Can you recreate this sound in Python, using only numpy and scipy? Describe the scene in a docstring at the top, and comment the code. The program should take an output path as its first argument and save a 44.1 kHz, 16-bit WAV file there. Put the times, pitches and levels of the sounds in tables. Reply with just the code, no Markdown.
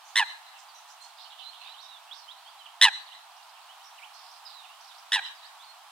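"""Beside a pond, a moorhen close to the microphone gives three short, sharp trilled calls.
Each is a train of arched notes whose voice breaks down an octave; reeds, far bank and trees throw it back.
Small birds off to the right whistle, chip, twitter and warble with gliding tones, blurred by the branches.
Shaped noise makes a distant outdoor hush with a swelling hiss; a wind filter takes out the bass."""
import sys
import numpy as np
from scipy import signal
from scipy.fft import rfft, irfft, next_fast_len
from scipy.io import wavfile
from scipy.ndimage import uniform_filter1d

SR = 44100
rng = np.random.default_rng(int(sys.argv[2]) if len(sys.argv) > 2 else 0)


def wav_out(sig):
    """Save sig, one row per channel (or a flat mono array), as 16-bit PCM at SR to the path in sys.argv[1]."""
    wavfile.write(sys.argv[1], SR, np.round(np.clip(np.atleast_2d(sig).T, -1, 1) * 32767).astype(np.int16))


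N = 260631
T = np.arange(N) / SR


def amp(db):
    """Decibels to gain."""
    return 10 ** (np.asarray(db) / 20)


def unit(x):
    """Scales to rms 1."""
    return x / np.sqrt(np.mean(x ** 2) + 1e-20)


def read(points, hz):
    """Reads a table of (frequency, value) on a log-frequency axis."""
    f, value = np.transpose(points)
    return np.interp(np.log(hz + 1), np.log(f + 1), value)


def shaped(x, response):
    """Filters by a response given as a function of frequency."""
    size = next_fast_len(x.shape[-1] + SR // 10)
    spectrum = rfft(x, size) * response(np.fft.rfftfreq(size, 1 / SR))
    return irfft(spectrum, size)[..., :x.shape[-1]]


def wobble(count, hz):
    """Straight glides between normal random values drawn hz times a second."""
    at = np.arange(count) * hz / SR
    return np.interp(at, np.arange(SR), rng.standard_normal(SR))


def ease(t, at_s, over_s):
    """A smooth step from 0 to 1."""
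    return .5 + .5 * np.tanh((t - at_s) / (2 * over_s))


def tone(hz):
    """A sine that follows a changing pitch."""
    return np.sin(2 * np.pi * np.cumsum(hz) / SR)


def add(mix, s, sound):
    """Adds a sound at time s."""
    part = mix[max(round(s * SR), 0):][:len(sound)]
    part += sound[:len(part)]


def scatter(x, reflectors):
    """Many small reflections bunched around each reflector's delay, different at each ear."""
    t = T[:SR]
    taps = rng.standard_normal((2, SR)) * (rng.random((2, SR)) < .1)
    power = sum((amp(db) * np.exp(-abs(t - delay) / spread)) ** 2 for delay, spread, db in reflectors)
    taps = unit(taps * np.sqrt(power)) / np.sqrt(SR)
    return signal.fftconvolve(x[None], taps, axes=1)[:, :N]


def hush(level_db=-51.24, drift_db=0.22, lean_db=1.2, hiss_follow=0.55):
    """Distant outdoor noise, a little stronger on the right, with a high airy hiss that swells on top."""
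    # spectrum of the distance, relative: (frequency [Hz], density [dB per Hz])
    distance = [(30, -42), (260, -25), (450, -24), (560, -4.5), (640, -6.5), (720, -2.5), (906, -1.5),
                (1170, -4), (1530, -11), (2090, -15), (3030, -10.5), (4020, -13), (6370, -20.5),
                (8500, -20.5), (11000, -24.5), (15800, -28.5)]
    # likeness of left and right: (frequency [Hz], correlation [-1 to 1])
    likeness = [(60, -0.19), (130, -0.24), (290, -0.45), (640, 0.88), (1410, 0.6), (3100, 0.36),
                (6820, -0.021), (15000, 0.15)]
    # swell of the hiss, heard relative to its median and scaled by hiss_follow: (time [s], level [dB])
    rustle = [(0.0, -68), (0.15, -62), (0.36, -66.5), (3.24, -69), (4.03, -65), (5.9, -66)]

    a, b = shaped(rng.standard_normal((2, N)), lambda f: amp(read(distance, f)))
    same = lambda f: np.clip(read(likeness, f), -1, 1)
    mid = shaped(a, lambda f: np.sqrt(1 + same(f)))
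    side = shaped(b, lambda f: np.sqrt(1 - same(f)))
    air = np.array([mid + side, mid - side]) / np.std(mid)

    s, db = np.transpose(rustle)
    hiss = shaped(air, lambda f: read([(3500, 0.33), (6500, 0.91)], f))  # (frequency [Hz], share)
    swell = amp(hiss_follow * np.interp(T, s, db - np.median(db)))
    air = air + hiss * (swell - 1)
    return air * amp(level_db + drift_db * wobble(N, 4.3)) * amp([[-lean_db], [lean_db]])


def warble(from_s, to_s, level_db, per_s, glide=0.25, low_hz=2700, range_hz=2200):
    """Short gliding notes at random times, pitches and loudnesses."""
    out = np.zeros(N)
    for when, pitch, slope, length, loud in rng.random((round(per_s * (to_s - from_s)), 5)):
        u = np.linspace(-1, 1, int((.03 + .06 * length) * SR))
        hz = (low_hz + range_hz * pitch) * np.exp(glide * (2 * slope - 1) * u)
        note = tone(hz) * signal.windows.hann(len(u))
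        add(out, from_s + when * (to_s - from_s), amp(level_db) * (.5 + loud) * unit(note))
    return out


def chorus(level_db=-63):
    """Many faint notes from birds deep in the trees, crowding together in spurts."""
    # bursts of quick warbled song, before the trees blur them: (from [s], to [s], level [dB])
    spurts = [(1.171, 1.848, -59), (4.42, 4.7, -70.5)]
    steady = warble(0, T[-1], level_db, per_s=8)
    return steady + sum(warble(*spurt, per_s=22) for spurt in spurts)


def chips(buzz_per_s=95, uneven=0.3, pulsing=0.49, wander=0.357):
    """A whistle swept upward again and again, pulsing in level with each sweep, gives a buzzy chip."""
    # chips from farther off, levels before the mix:
    # (time [s], length [s], centre [Hz], sweep scale either side [Hz], level [dB])
    chip_calls = [ (0.039, 0.075, 6400, 920, -60), (0.575, 0.034, 7230, 1850, -57.5),
                  (0.737, 0.064, 6200, 820, -59.5), (0.874, 0.055, 6800, 1800, -58.5),
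                  (1.009, 0.048, 7300, 2220, -57), (1.168, 0.099, 4510, 1220, -53),
                  (1.3, 0.035, 3400, 780, -52.5), (1.376, 0.075, 3960, 1080, -52.5),
                  (1.524, 0.045, 3660, 770, -53), (1.602, 0.11, 3610, 1510, -53),
                  (1.809, .048, 5360, 810, -57), (2.125, .09, 5450, 1220, -54.5),
                  (3.835, 0.044, 5600, 446, -57), (4.453, 0.081, 4470, 920, -53),
                  (5.217, 0.063, 3110, 450, -47)]
    out = np.zeros(N)
    for s, length, centre, sweep, db in chip_calls:
        count = int(length * SR)
        cycle = np.cumsum(buzz_per_s * (1 + uneven * wobble(count, buzz_per_s))) / SR % 1
        saw = .8 * signal.sawtooth(2 * np.pi * cycle, .7)  # slow rise, quick return
        hz = centre + sweep * (saw + wander * wobble(count, 2 * buzz_per_s))
        gate = (1 + pulsing * np.sin(2 * np.pi * cycle)) * signal.windows.tukey(count, .3)
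        add(out, s, amp(db) * unit(gate * tone(hz)))
    return out


def twitters(tick_s=0.0088, from_hz=3600, to_hz=5650, vary=0.092):
    """Each thin tick flicks upward and levels off; a run repeats it at a steady pace, pitch varying."""
    # runs of ticks, levels before the mix: (time [s], length [s], pace [ticks per s], level [dB])
    tick_runs = [(3.364, .16, 16, -57), (4.14, .22, 41, -54), (4.807, .2, 29, -53.5)]
    out, u = np.zeros(N), np.linspace(0, 1, int(tick_s * SR))
    hz = from_hz + (to_hz - from_hz) * np.sin(np.pi / 2 * u)
    for s, length, rate, db in tick_runs:
        for after, chance in zip(np.arange(0, length, 1 / rate), rng.standard_normal(size=16)):
            tick = tone(hz * (1 + vary * chance)) * signal.windows.tukey(len(u), .5)
            add(out, s + after, amp(db) * unit(tick))
    return out


def whistles(glide_power=1.6, waver=0.011, taper=0.34):
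    """Pure, slightly wavering notes that leave their first pitch slowly, then glide ever faster."""
    # the small birds' clearest notes, levels before the mix:
    # (time [s], length [s], start pitch [Hz], end pitch [Hz], level [dB])
    whistled_notes = [ (0.682, 0.033, 4850, 4100, -60), (0.996, 0.077, 4110, 4430, -56.5),
                      (1.193, .06, 4050, 4500, -59.5), (1.39, .04, 5020, 3500, -65),
                      (1.446, 0.061, 3950, 4280, -49), (1.65, 0.095, 3640, 4290, -54),
                      (1.777, .04, 3560, 4770, -53.5), (1.873, 0.12, 3970, 3234, -55),
                      (2.07, 0.045, 2600, 3060, -62), (2.109, 0.026, 3180, 4130, -44.5),
                      (2.277, 0.051, 2980, 4270, -50), (2.428, 0.094, 4280, 4940, -64),
                      (2.459, 0.036, 3125, 3500, -54.5), (2.591, .042, 3260, 2850, -55.5),
                      (2.657, 0.012, 3380, 2590, -48), (3.06, 0.036, 4600, 2500, -55),
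                      (3.115, 0.024, 2770, 3970, -52), (3.683, 0.045, 2850, 3440, -56.5),
                      (3.976, 0.026, 3200, 1850, -55.5), (4.015, 0.039, 2200, 3600, -51),
                      (4.45, 0.0314, 5100, 4610, -49.5), (4.528, .1, 4090, 3480, -56),
                      (4.636, 0.028, 3050, 2320, -56.5), (4.652, 0.046, 3530, 4150, -66),
                      (5.25, 0.036, 4880, 5370, -59.5), (5.43, 0.046, 3850, 5400, -57),
                      (5.587, 0.072, 3250, 5040, -58.5)]
    out = np.zeros(N)
    for s, length, first, last, db in whistled_notes:
        u = np.linspace(0, 1, int(length * SR))
        hz = first * (last / first) ** (u ** glide_power) * (1 + waver * wobble(len(u), 298))
        add(out, s, amp(db) * unit(tone(hz) * signal.windows.tukey(len(u), taper)))
    return out


def small_birds(whistle_db=0.0, whistle_wet_db=-3, chip_db=-3, chip_wet_db=-1, lean_db=5.0):
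    """Birds off to the right, heard directly and through the branches; the chorus only through them."""
    # nearest branches, then the wood beyond: (delay [s], spread [s], relative level [dB])
    branches = [(.004, 0.03, 9), (0.042, .1, -7)]
    song, buzz = whistles(), chips() + twitters()
    direct = amp(whistle_db) * song + amp(chip_db) * buzz
    into_trees = amp(whistle_wet_db) * song + amp(chip_wet_db) * buzz + chorus()
    return (direct + scatter(into_trees, branches)) * amp([[-lean_db], [lean_db]])


def pond_echo(sent, echo_db=-17):
    """The call thrown back across the pond, coloured and spread in time."""
    # near reeds, far bank, trees behind it: (delay [s], spread [s], relative level [dB])
    bank = [(.028, .026, 5.5), (0.114, 0.043, 2), (0.311, 0.059, -13)]
    # colour of what comes back: (frequency [Hz], level [dB])
    echo_colour = [(700, 0.5), (1500, 0), (2000, -1), (2600, -3), (3400, -5.5), (4000, 5), (4800, -6.5),
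                   (6200, -3.5), (8000, -1.5), (12000, -28)]
    return amp(echo_db) * scatter(shaped(sent, lambda f: amp(read(echo_colour, f))), bank)


def trill(top_hz, rate, level_db, broken_db, upper_db, treble_db, sag=.24, slack_sag=0.099, crest=0.522,
          pinch=0.74, attack=0.84, jitter=0.014, shimmer=.11, rasp_db=-28, broken_rasp_db=-20):
    """Arched notes an octave up, until the voice breaks, odd harmonics come in and the pitch sinks."""
    # colour of throat and bill: (frequency [Hz], level [dB])
    throat_colour = [(550, -11), (800, -2.5), (1000, 5.5), (1300, -4), (1700, 5), (2050, -1.5), (2400, 2.5),
                     (3000, 8.5), (3500, 0.5), (4100, -4), (4600, -9), (5400, -10.5), (6200, -18),
                     (6900, -16.5), (8200, -18.5), (10000, -20), (11000, -33), (12000, -23), (15000, -62)]
    # where the upper throat resonance acts: (frequency [Hz], share of its dB)
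    upper_reach = [(2200, 0.15), (2800, 1), (4300, 1), (6000, 0.85)]
    # where the treble setting acts: (frequency [Hz], share of its dB)
    treble_reach = [(4400, 0.55), (5800, 1)]

    call_s, release_s = .084, 0.0054
    scoop_share, scoop_db, scoop_s = 0.165, -7, 0.00893  # starts flat and soft, comes up this fast
    fall_share, fall_at_s, fall_s = .21, .053, 0.00747  # then the voice slackens and loses pitch
    odd_db, broken_odd_db = -21.5, -1  # odd harmonics before and after the break
    slack_upper_db, slack_treble_db = -21, -8  # change in each as the colour dulls
    first_note = 0.81  # the first note fills only this share of its beat

    t = np.arange(0, call_s, 1 / SR)
    scoop = np.exp(-t / scoop_s)
    broken = ease(t, at_s=0.04, over_s=0.0013)
    dull = ease(t, at_s=0.049, over_s=0.007)
    tension = 1 - scoop_share * scoop - fall_share * ease(t, fall_at_s, fall_s)
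    beats = np.cumsum(rate * tension ** 1.56) / SR  # the trill slows with the pitch
    u = beats % 1

    opening = np.sin(np.pi * np.minimum(u / first_note, 1)) ** 2
    later = 1 - pinch + pinch * np.sin(np.pi * u ** attack) ** 2
    swell = np.where(beats < 1, opening, later)
    call_db = level_db + (broken_db - level_db) * broken + scoop_db * scoop
    effort = uniform_filter1d(swell, size=40) * amp(call_db)
    effort = effort * np.minimum((call_s - t) / release_s, 1)

    arch = 1 - (sag + (slack_sag - sag) * dull) * (2 * (u - crest)) ** 2
    hz = top_hz * tension * uniform_filter1d(arch, size=30) * (1 + jitter * wobble(len(t), 2500))
    phase = 2 * np.pi * np.cumsum(hz) / SR
    odd = odd_db + (broken_odd_db - odd_db) * broken
    upper, treble = upper_db + slack_upper_db * dull, treble_db + slack_treble_db * dull
    rasp = amp(rasp_db) + amp(broken_rasp_db + np.minimum(odd, 0))  # the broken voice is hoarser

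    voice = np.zeros(len(hz))
    for k in range(1, 15):
        f = k * hz
        throat_db = read(throat_colour, f) + upper * read(upper_reach, f) + treble * read(treble_reach, f)
        noise = wobble(len(hz), 1200) + 1j * wobble(len(hz), 1200)
        skirt = rasp * np.sqrt(k / 2) * noise  # noise around each harmonic
        harmonic = (amp(odd * (k % 2)) + skirt) * np.exp(1j * k * phase)
        voice += amp(throat_db) * harmonic.imag
    shared = np.sqrt(1 + amp(odd) ** 2)  # the same effort is spread over twice the harmonics
    return effort * voice / shared * (1 + shimmer * wobble(len(hz), 600))


def moorhen():
    """The calls as heard close by, and as sent across the pond; the share depends on where the head points."""
    # one row a call; pitch is that of the broken voice, levels are ahead of the throat colour:
    # (time [s], level sent to the far bank [dB], top pitch [Hz], pace at top pitch [notes per s],
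    #  level before the break [dB], level after [dB], upper throat [dB], treble [dB])
    moorhen_calls = [(0.1553, 1.5, 1065, 116.8, -17.5, -16.5, 3.5, 4.5),
                     (2.8119, -2.5, 1052, 116.1, -13.5, -15.6, 9, 3.5),
                     (5.1183, 4.5, 1014, 113.5, -21, -21.5, 7, 1.5)]
    direct, sent = np.zeros((2, N))
    for s, sent_db, *row in moorhen_calls:
        call = trill(*row)
        add(direct, s, call)
        add(sent, s, amp(sent_db) * call)
    return direct, sent


def at_microphone(call):
    """Sound from the moorhen's direction reaches left and right with different level and phase."""
    # balance of the two sides: (frequency [Hz], left minus right [dB])
    call_balance = [(60, -2), (110, -13), (200, -11), (380, 3), (700, -4), (1290, -1.5), (2380, -2),
                    (4400, -0.5), (8120, 6), (15000, -1)]
    # phase between the sides: (frequency [Hz], left lead [rad])
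    call_phase = [(4400, 0.5), (5600, 2.55), (6400, 1.5), (7600, 2.4), (8300, 1.5), (10300, 1.5),
                  (12000, 4)]
    ears = np.array([[.5], [-.5]])  # half the difference goes to each side
    level = lambda f: amp(ears * read(call_balance, f))
    turn = lambda f: np.exp(1j * ears * read(call_phase, f))
    return shaped(call, lambda f: level(f) * turn(f))


def scene():
    """The moorhen close by, its echo, the small birds off to the right and the outdoor hush."""
    call, sent = moorhen()
    birds = small_birds()
    return at_microphone(call) + pond_echo(sent) + birds + hush()


def record(dry):
    """A steep wind filter takes out the bass; then a low-pass limits the band."""
    # wind filter: (frequency [Hz], level [dB])
    low_cut = [(20, -39), (200, -31), (400, -22.5), (480, -22), (560, -19), (660, -3.5), (800, -1)]
    edge_hz = 15850
    cut = shaped(dry, lambda f: amp(read(low_cut, f)))
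    low_pass = signal.firwin(511, edge_hz, window=("kaiser", 9), fs=SR)
    return signal.oaconvolve(cut, low_pass[None], "same")


dry = scene()
out = record(dry)
wav_out(out)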